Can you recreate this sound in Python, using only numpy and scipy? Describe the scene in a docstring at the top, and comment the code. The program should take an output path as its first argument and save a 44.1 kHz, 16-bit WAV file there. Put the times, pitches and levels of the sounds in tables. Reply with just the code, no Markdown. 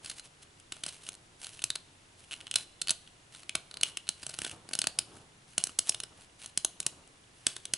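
"""Wire points on a plastic tube

Wire brads in a wooden tool scrape an acrylic tube turned by hand, close by. The points catch and
slip in dry snaps and short stutters, and drag with a gritty hiss in between. Tube and tool ring
briefly, fingers rub, and a small workshop echoes over a soft hum and the faint chirr of a fan."""
import sys
import numpy as np
from scipy import signal
from scipy.fft import rfft, irfft, next_fast_len
from scipy.io import wavfile
from scipy.ndimage import uniform_filter1d

SR = 44100
rng = np.random.default_rng(int(sys.argv[2]) if len(sys.argv) > 2 else 0)


def waveform_to_disk(signal):
    """Save audio, clipped to [-1, 1], as 16-bit WAV at the path in sys.argv[1]."""
    frames = np.transpose(np.atleast_2d(signal))
    scaled = np.clip(frames, -1, 1) * 32767
    samples = np.round(scaled).astype(np.int16)
    wavfile.write(sys.argv[1], SR, samples)


N = 342657


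def undb(db):
    """Turn decibels into a number to multiply by."""
    return 10 ** (np.asarray(db) / 20)


def level(x, db):
    """Set a sound's average (rms) level."""
    return x * undb(db) / np.sqrt(np.mean(x ** 2))


def noise():
    """White noise as long as the scene."""
    return rng.standard_normal(N)


def wander(count):
    """A wobbly line through evenly spaced random points."""
    return np.interp(np.linspace(0, count - 1, N), np.arange(count), rng.standard_normal(count))


def colour(x, points, size=2048):
    """Shape the tone along a curve of (Hz, dB) points."""
    hz, db = np.transpose(points)
    freqs = np.maximum(np.fft.rfftfreq(size, 1 / SR), 1)
    gain = undb(np.interp(np.log(freqs), np.log(hz), db))
    # folding the cepstrum makes the filter ring only after a sound, never before
    cepstrum = irfft(np.log(gain))
    cepstrum[1:size // 2] *= 2
    cepstrum[size // 2 + 1:] = 0
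    return signal.oaconvolve(x, irfft(np.exp(rfft(cepstrum))))[:len(x)]


def swells(rows, curve):
    """A loudness curve: each row swells to the middle of its three times, then fades."""
    t = np.arange(0, N, 32) / SR
    gain = sum(undb(db) * np.interp(t, np.sort(times), [0, 1, 0]) ** curve for *times, db in rows)
    return np.interp(np.arange(N) / SR, t, gain)


def ambience(air_db=-60.0, hum_hz=96, hum_db=-79):
    """Steady workshop air and hum, as mid (what both ears share) and side (how they differ)."""
    # The air's tone, then extra shaping for its side. Each row: frequency in Hz, gain in dB.
    air_tone = [(20, -4.5), (70, -3.5), (100, 1), (150, -2), (220, -7.5), (330, -7), (550, -11.5),
                (750, -11.5), (1200, -14.5), (2200, -15), (2900, -15), (5000, -18), (11000, -18.5)]
    side_tone = [(60, -20), (110, -19), (350, -4.5), (1100, 2), (3600, -1.5), (11000, -10)]
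    mid, side = (level(colour(noise(), air_tone), air_db) for _ in range(2))
    hum = level(resonate(resonate(noise(), hum_hz, 19), hum_hz, 19), hum_db)
    return np.array([mid + hum, colour(side, side_tone)])


def fan(turn_hz=29.7, fade_turns=0.076, scatter_db=-2.5, chirr_db=-75):
    """A small fan chirrs faintly once a turn."""
    turns = np.arange(N) / SR * turn_hz
    sizes = undb(scatter_db * noise())[turns.astype(int)]
    rub = noise() * sizes * np.exp(-(turns % 1) / fade_turns)
    ring = resonate(rub, 2880, 220) + resonate(rub, 3470, 220)
    return level(resonate(ring, 3010, 680), chirr_db)


def room(x, wet_db, first_s=0.0073, early_s=0.024, late_db=-11, t60_s=0.56):
    """Near surfaces send back a quick cluster of echoes; the workshop rings on faintly."""
    # The echo's tone. Each row: frequency in Hz, gain in dB.
    tone = [(80, -4), (250, 4), (800, 5.5), (2000, 0.5), (3100, 2), (4200, 2.5), (5200, -2), (6300, -3),
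            (8300, -2), (9600, -4.5), (11000, -4)]
    t = np.arange(SR // 2) / SR
    age = np.maximum(t - first_s, 0)
    late = undb(late_db) * np.exp(-np.log(1000) * age / t60_s)
    fade = np.hypot(np.exp(-age / early_s), late) * (t > first_s)
    echo = colour(rng.standard_normal(len(t)) * fade, tone)
    return undb(wet_db) * signal.fftconvolve(x, echo / np.linalg.norm(echo))[:N]


def fingers(uneven_db=5.0, trim_db=-1):
    """Skin rubs dully and unevenly as the fingers shift their grip and roll the tube."""
    # Finger moves. Each row: start, hardest moment and end in seconds, relative level in dB.
    moves = [(0, .05, 0.3, -67), (.65, .9, 1.3, -68), (2.1, 2.45, 3.1, -65), (3.4, 3.8, 4.2, -62.5),
             (4.15, 4.65, 5.3, -61.5), (4.85, 5.12, 5.4, -63.5), (5.6, 6.05, 6.4, -63),
             (6.7, 7.0, 7.19, -62), (7.4, 7.7, 8.1, -69)]
    # The rub's tone. Each row: frequency in Hz, gain in dB.
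    tone = [(40, -24.5), (80, 7), (140, 5), (230, -1), (350, 1.5), (700, -3), (1200, -4.5), (2500, -25),
            (10000, -29)]
    grip = swells(moves, curve=0.82) * undb(uneven_db * wander(count=400))
    return level(colour(noise(), tone), trim_db) * grip


def resonate(x, hz, width_hz):
    """Ring at one pitch; a narrower width rings longer."""
    return signal.lfilter(*signal.iirpeak(hz, hz / width_hz, fs=SR), x)


def body(force, direct_db, grip_spread=0.013):
    """Tube and tool ring; the grip shifts their pitches a little from touch to touch."""
    # Their natural tones. Each row: pitch in Hz, width in Hz, gain in dB.
    modes = [(317, 170, -4), (634, 120, -4), (1486, 370, -2), (2770, 570, -7.5), (2995, 280, -3),
             (4190, 340, -2.5), (5200, 310, -5.5), (6310, 360, -1), (7180, 540, -9), (8210, 620, 1),
             (9650, 650, 0.5), (11320, 1600, -1.5)]
    shifts = 1 + grip_spread * rng.standard_normal(len(modes))
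    rings = (undb(db) * resonate(force, hz * shift, width)
             for (hz, width, db), shift in zip(modes, shifts))
    return undb(direct_db) * force + sum(rings)


def grit(loudness, grains_per_s=1200, grain_db=3.5, hiss_db=-3, flicker_db=4.0, trim_db=2.5):
    """Tiny cracks over a hiss: the scrape of a sliding point, or the rough tail of a loud snap."""
    # The grit's tone. Each row: frequency in Hz, gain in dB.
    tone = [(100, -17), (700, -3), (1500, -3.5), (3000, 3.5), (5000, 0), (8000, -0.5), (11000, 3)]
    flicker = undb(flicker_db * wander(count=2200))
    sizes = undb(grain_db * np.minimum(rng.exponential(size=N), 4)) * np.sign(noise())
    cracks = level(sizes * (rng.random(N) < grains_per_s / SR), 0)
    rasp = body(cracks + undb(hiss_db) * noise(), direct_db=8)
    return loudness * flicker * level(colour(rasp, tone), trim_db)


def ticks(loudness, tries=90, over_grit_db=-3, scatter_db=6.5, length_ms=1.1,
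          low_hz=2700, high_hz=4700, bright_db=-2, thud_db=-3):
    """Rows for slips(): faint chance catches in the grit, stronger where it is louder."""
    rows = []
    for when, wire, luck in rng.random((tries, 3)):
        at = int(when * N)
        if loudness[at] > 0:
            db = 20 * np.log10(loudness[at]) + over_grit_db + scatter_db * (2 * luck - 1)
            wire_hz = low_hz + wire * (high_hz - low_hz)
            rows.append((at / SR, length_ms, wire_hz, db, bright_db, thud_db))
    return rows


def stutters(length_ms=0.46, thud_db=-2.5):
    """Rows for slips(): a point catches again and again at an even pace, growing or fading."""
    # Each row: first and last catch in seconds, number of catches, wire pitch in Hz,
    # first and last strength in dB, brightness in dB.
    runs = [(1.12, 1.151, 4, 4030, -53.5, -51.5, 2.5), (2.311, 2.3383, 5, 2900, -44.5, -41, -9),
            (2.405, 2.4107, 2, 2850, -51, -48.5, -8.5), (2.4684, 2.478, 2, 2860, -45, -52, -10.5),
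            (2.8724, 2.894, 3, 4358, -37.5, -26.5, -7), (3.712, 3.7704, 3, 4300, -46.5, -41, -8),
            (4.0698, 4.078, 2, 4130, -53, -50, -10), (4.478, 4.513, 3, 2900, -45.5, -42, -3)]
    rows = []
    for first, last, catches, wire_hz, first_db, last_db, bright_db in runs:
        for start, db in np.linspace((first, first_db), (last, last_db), catches):
            rows.append((start, length_ms, wire_hz, db, bright_db, thud_db))
    return rows


def even_out(x, amount):
    """A sharp crack spreads its energy more evenly over the frequencies."""
    spectrum = rfft(x)
    power = uniform_filter1d(np.abs(spectrum) ** 2, size=7)
    return irfft(spectrum / np.maximum(power / power.mean(), 1e-6) ** (amount / 2))


def weigh(x, band_db):
    """Bring five bands of a snap toward the given levels, counting its energy over 10 ms."""
    # The borders in Hz of the bands, low to high: thump, knock, ring, rasp and edge.
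    borders = [80, 700, 2200, 4800, 7500, 11200]
    edges = np.array(borders)
    centres = (edges[1:] + edges[:-1]) / 2
    for _ in range(2):
        power = np.abs(rfft(x)) ** 2
        energy = np.add.reduceat(power, edges * len(x) // SR)[:-1] * 2 / len(x)
        now_db = 10 * np.log10(energy / (SR / 100))
        x = colour(x, np.c_[centres, band_db - now_db], size=512)
    return x


def slips(rows, rise_s=0.00035, release_s=0.0015, hold_share=0.89, wire_db=4.5, firm_db=-30,
          bench_s=0.0027, bench_db=-14, thump_db=-7, thump_hz=145, thump_s=0.0075, trim_db=1.0):
    """A point breaks free, chatters over the plastic for an instant, and catches again."""
    # Harder slips gain more treble than bass. Each row is one band of weigh(): relative level in dB
    # for a firm slip, then dB added per dB of strength, of brightness and of thud.
    voicing = [(-51, 0.63, 0.32, 1.04), (-47, 0.7153, -.34, 0.8), (-36, 1, -0.61, 0), (-38, 1, 0.35, 0),
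               (-34, 1, 0.33, 0)]
    # The small tube gives off little deep bass. Each row: frequency in Hz, gain in dB.
    tone = [(30, -20), (60, -2.5), (110, 1), (170, 2), (400, -3), (900, -2), (1600, -1), (3000, -0.5),
            (11000, -1.5)]
    size, lead = 1536, 100  # samples
    t = (np.arange(size) - lead) / SR
    age = np.maximum(t, 0)
    out = np.zeros(N + lead + size)
    for start, length_ms, wire_hz, strength_db, bright_db, thud_db in rows:
        hold_s = hold_share * length_ms / 1000
        chatter, push = rng.standard_normal((2, size))
        slide = np.minimum(age / rise_s, 1) * np.exp(-np.maximum(t - hold_s, 0) / release_s)
        force = even_out(chatter * slide, amount=0.23)
        # the wire that caught adds its own short ring
        snap = body(force, direct_db=-7) + undb(wire_db) * resonate(force, wire_hz, width_hz=520)
        # the jolt runs into the hands as a soft thump
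        jolt = push * (t > 0) * np.exp(-age / thump_s)
        snap += undb(thump_db) * resonate(resonate(jolt, thump_hz, 104), thump_hz, 150)
        # the bench just below bounces the sound back
        snap += undb(bench_db) * np.interp(t - bench_s, t, snap, left=0)
        band_db = np.array(voicing) @ [1, strength_db - firm_db, bright_db, thud_db]
        at = int(start * SR)
        out[at:at + size] += weigh(snap, band_db + trim_db)
    return colour(out[lead:lead + N], tone)


def scene():
    """The handwork sits in the middle; echo and air spread to the sides."""
    # Gritty scrapes swell and fade; five are the rough ringing tails of loud snaps. Each row: three
    # times in seconds (earliest is the start, middle the peak, latest the end), relative level in dB.
    grit_swells = [(.02, .1, .16, -44.5), (.15, .185, 0.21, -47.5), (.22, .255, 0.28, -51),
                   (.417, .43, 0.442, -51.5), (.715, .735, 0.89, -58), (.83, .875, 1.02, -47.5),
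                   (1.0, 1.085, 1.1, -50), (1.385, 1.445, 1.51, -46.5), (1.48, 1.53, 1.63, -53),
                   (2.17, 2.19, 2.3, -56.5), (2.27, 2.33, 2.48, -55.5), (2.553, 2.565, 2.656, -42),
                   (3.3, 3.36, 3.48, -55.5), (3.826, 3.835, 3.94, -45.5), (4.13, 4.29, 4.52, -52),
                   (4.37, 4.455, 4.58, -48), (4.66, 4.75, 4.8, -53), (5.05, 5.17, 5.25, -61),
                   (5.47, 5.5, 5.6, -59.5), (5.58, 5.59, 5.75, -48.5), (5.89, 5.905, 5.84, -40),
                   (6.12, 6.22, 6.28, -58.5), (6.38, 6.42, 6.53, -48.5), (7.32, 7.41, 8.1, -63),
                   (7.46, 7.47, 7.59, -45.5)]
    # The main slips. Each row: start in seconds, rough length in milliseconds, wire pitch in Hz,
    # then strength, brightness and thud into the hands, all in relative dB.
    snaps = [(0.0456, 2.6, 4660, -43.5, 1, -0.5), (0.0584, 4.3, 4550, -40.5, -4, -5),
             (0.0977, 5, 4330, -36, -1.5, -3.5), (0.1954, 2.6, 4150, -43.5, -3.5, -4),
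             (0.599, 1.2, 3210, -55, 4, -5), (0.7215, 3.5, 3640, -36, -2.5, 2.5),
             (0.766, 2.6, 3270, -52.5, -3, 4.5), (0.8359, 3.8, 3700, -33.0, -2.5, -1),
             (0.8633, 2.1, 5230, -35.5, 3.5, 3), (0.8863, 6, 4480, -39, -2, -8),
             (1.065, 4.6, 2950, -46, -6, -6), (1.0885, 1.7, 6500, -35.5, 0.5, -0.5),
             (1.4438, 3.8, 4300, -40.5, -2, -7), (1.5918, 1.5, 2860, -47.5, -9, -3),
             (1.6191, 5.3, 3370, -40.5, -4, -2), (1.6402, 0.57, 6700, -25, 4, -1.5),
             (1.703, 0.52, 4120, -28.5, -6, -0.5), (1.7547, 4.7, 4200, -32.5, -3, 1),
             (2.5125, 0.49, 2840, -32, -2.5, -7), (2.5402, 0.5, 2820, -34, -5, -3.5),
             (2.5572, 3.3, 3870, -20, -2, -1), (2.8158, 1.6, 3850, -31, -2, -4.5),
             (2.8185, 0.7, 4000, -31, 1.5, -8), (2.9059, 1.5, 6100, -22.5, 4, -7),
             (2.911, 4.1, 6600, -32.5, 3, 3), (3.075, 1.5, 2950, -55.5, -11, -7),
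             (3.3483, 3.3, 3770, -49.5, -7, 0.5), (3.432, 2, 3980, -52.5, -5, 2.5),
             (3.4936, 1.1, 2570, -34.0, -6, -3), (3.5521, 3.1, 2650, -25.5, -2, 7),
             (3.8114, 0.4, 4320, -35.5, -4, -3), (3.8325, 1.6, 2960, -20, -4, -3.5),
             (3.9711, 2.9, 2794, -32, -3, -1.5), (4.09, 0.89, 3980, -25.5, 1, -2.5),
             (4.2296, 6, 4820, -41, -1, 4), (4.2656, 0.7, 2820, -36, 5, 2),
             (4.2925, 5.5, 4410, -40.0, 4, 3.5), (4.3388, 4, 4390, -41.0, -1, 0.5),
             (4.3883, 0.5, 2780, -33.5, 1, 5), (4.4177, 0.71, 2920, -36, 0.5, 9),
             (4.4472, 1.8, 3480, -33.5, -4, 6), (4.4645, 1.7, 3010, -43, -3, 11),
             (4.6896, 1, 4670, -45.5, 1.5, 5), (4.711, 3.4, 2620, -51.5, 1, 12.5),
             (4.7331, 4.6, 4370, -30, -3, 0), (4.7524, 0.65, 5300, -32, 3, 2),
             (4.7895, 0.38, 5130, -25.5, 5.5, 0), (4.817, 0.63, 4370, -27, -3.5, -1.5),
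             (4.8409, 1.6, 3100, -34.5, -3, 8), (4.8703, 0.66, 4530, -24.5, -0.5, 6),
             (4.988, 1.9, 5003, -23.0, 3.5, -0.5), (5.1685, 1.5, 3340, -58, 3, 11.5),
             (5.5796, 2.2, 2800, -23.5, 3, 4.5), (5.6388, 0.67, 5840, -25.5, 10, -6),
             (5.6706, 0.89, 6290, -36.5, 4, 1.5), (5.6936, 1.4, 2920, -48.5, -3, 8.5),
             (5.7884, 4.2, 6030, -21.5, 6.5, -1), (5.893, 3.14, 5600, -22.5, 11, -1),
             (5.9215, 2.4, 2950, -42, -6, -7), (5.9451, 2, 3570, -35.5, -4, -1),
             (6.002, 0.3, 6715, -34.5, 0, -2), (6.0349, 3.9, 5380, -36.5, 1, 0),
             (6.46, 1.3, 6100, -40.5, 3.5, -6.5), (6.5752, 0.72, 5940, -24.0, 5, -0.5),
             (6.6474, 1.5, 6200, -23.5, 7, 2.5), (6.8022, 0.68, 4120, -31.5, 6.5, -1.5),
             (6.8277, 2.4, 2880, -46, -1, -10), (6.8645, 1.3, 5860, -24.5, 6, 1),
             (7.0757, 0.45, 3270, -60, 6, 2), (7.4668, 2.6, 3430, -21, 2, 4),
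             (7.564, 3.3, 3660, -38.5, -1, 4), (7.654, 0.8, 6360, -36, 1, -6),
             (7.7365, 0.76, 5930, -24, 3.5, 1.5)]
    # How much near sound reaches the side. Each row: frequency in Hz, gain in dB.
    side_tone = [(150, -19), (600, -16.5), (1300, -12.5), (3000, -14), (4500, -19.5), (6300, -17.5),
                 (7400, -13), (8500, -11), (9600, -24), (11000, -17.5)]
    loudness = swells(grit_swells, curve=0.97)
    work = slips([*snaps, *stutters()]) + grit(loudness) + fingers()
    air_mid, air_side = ambience()
    mid = work + room(work, wet_db=-16.5) + air_mid + fan()
    # left and right hear the near sound slightly out of step
    near_side = np.imag(signal.hilbert(colour(work, side_tone), next_fast_len(N)))[:N]
    side = near_side + room(work, wet_db=-23) + air_side
    # the ticks are too faint to stir the room
    mid += slips(ticks(loudness))
    return np.array([mid + side, mid - side])


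def record(dry, top_hz=11080):
    """Cut off the highest treble steeply."""
    lowpass = signal.firwin(201, top_hz, fs=SR)
    return signal.oaconvolve(dry, lowpass[None], mode="same", axes=-1)


dry = scene()
out = record(dry)
waveform_to_disk(out)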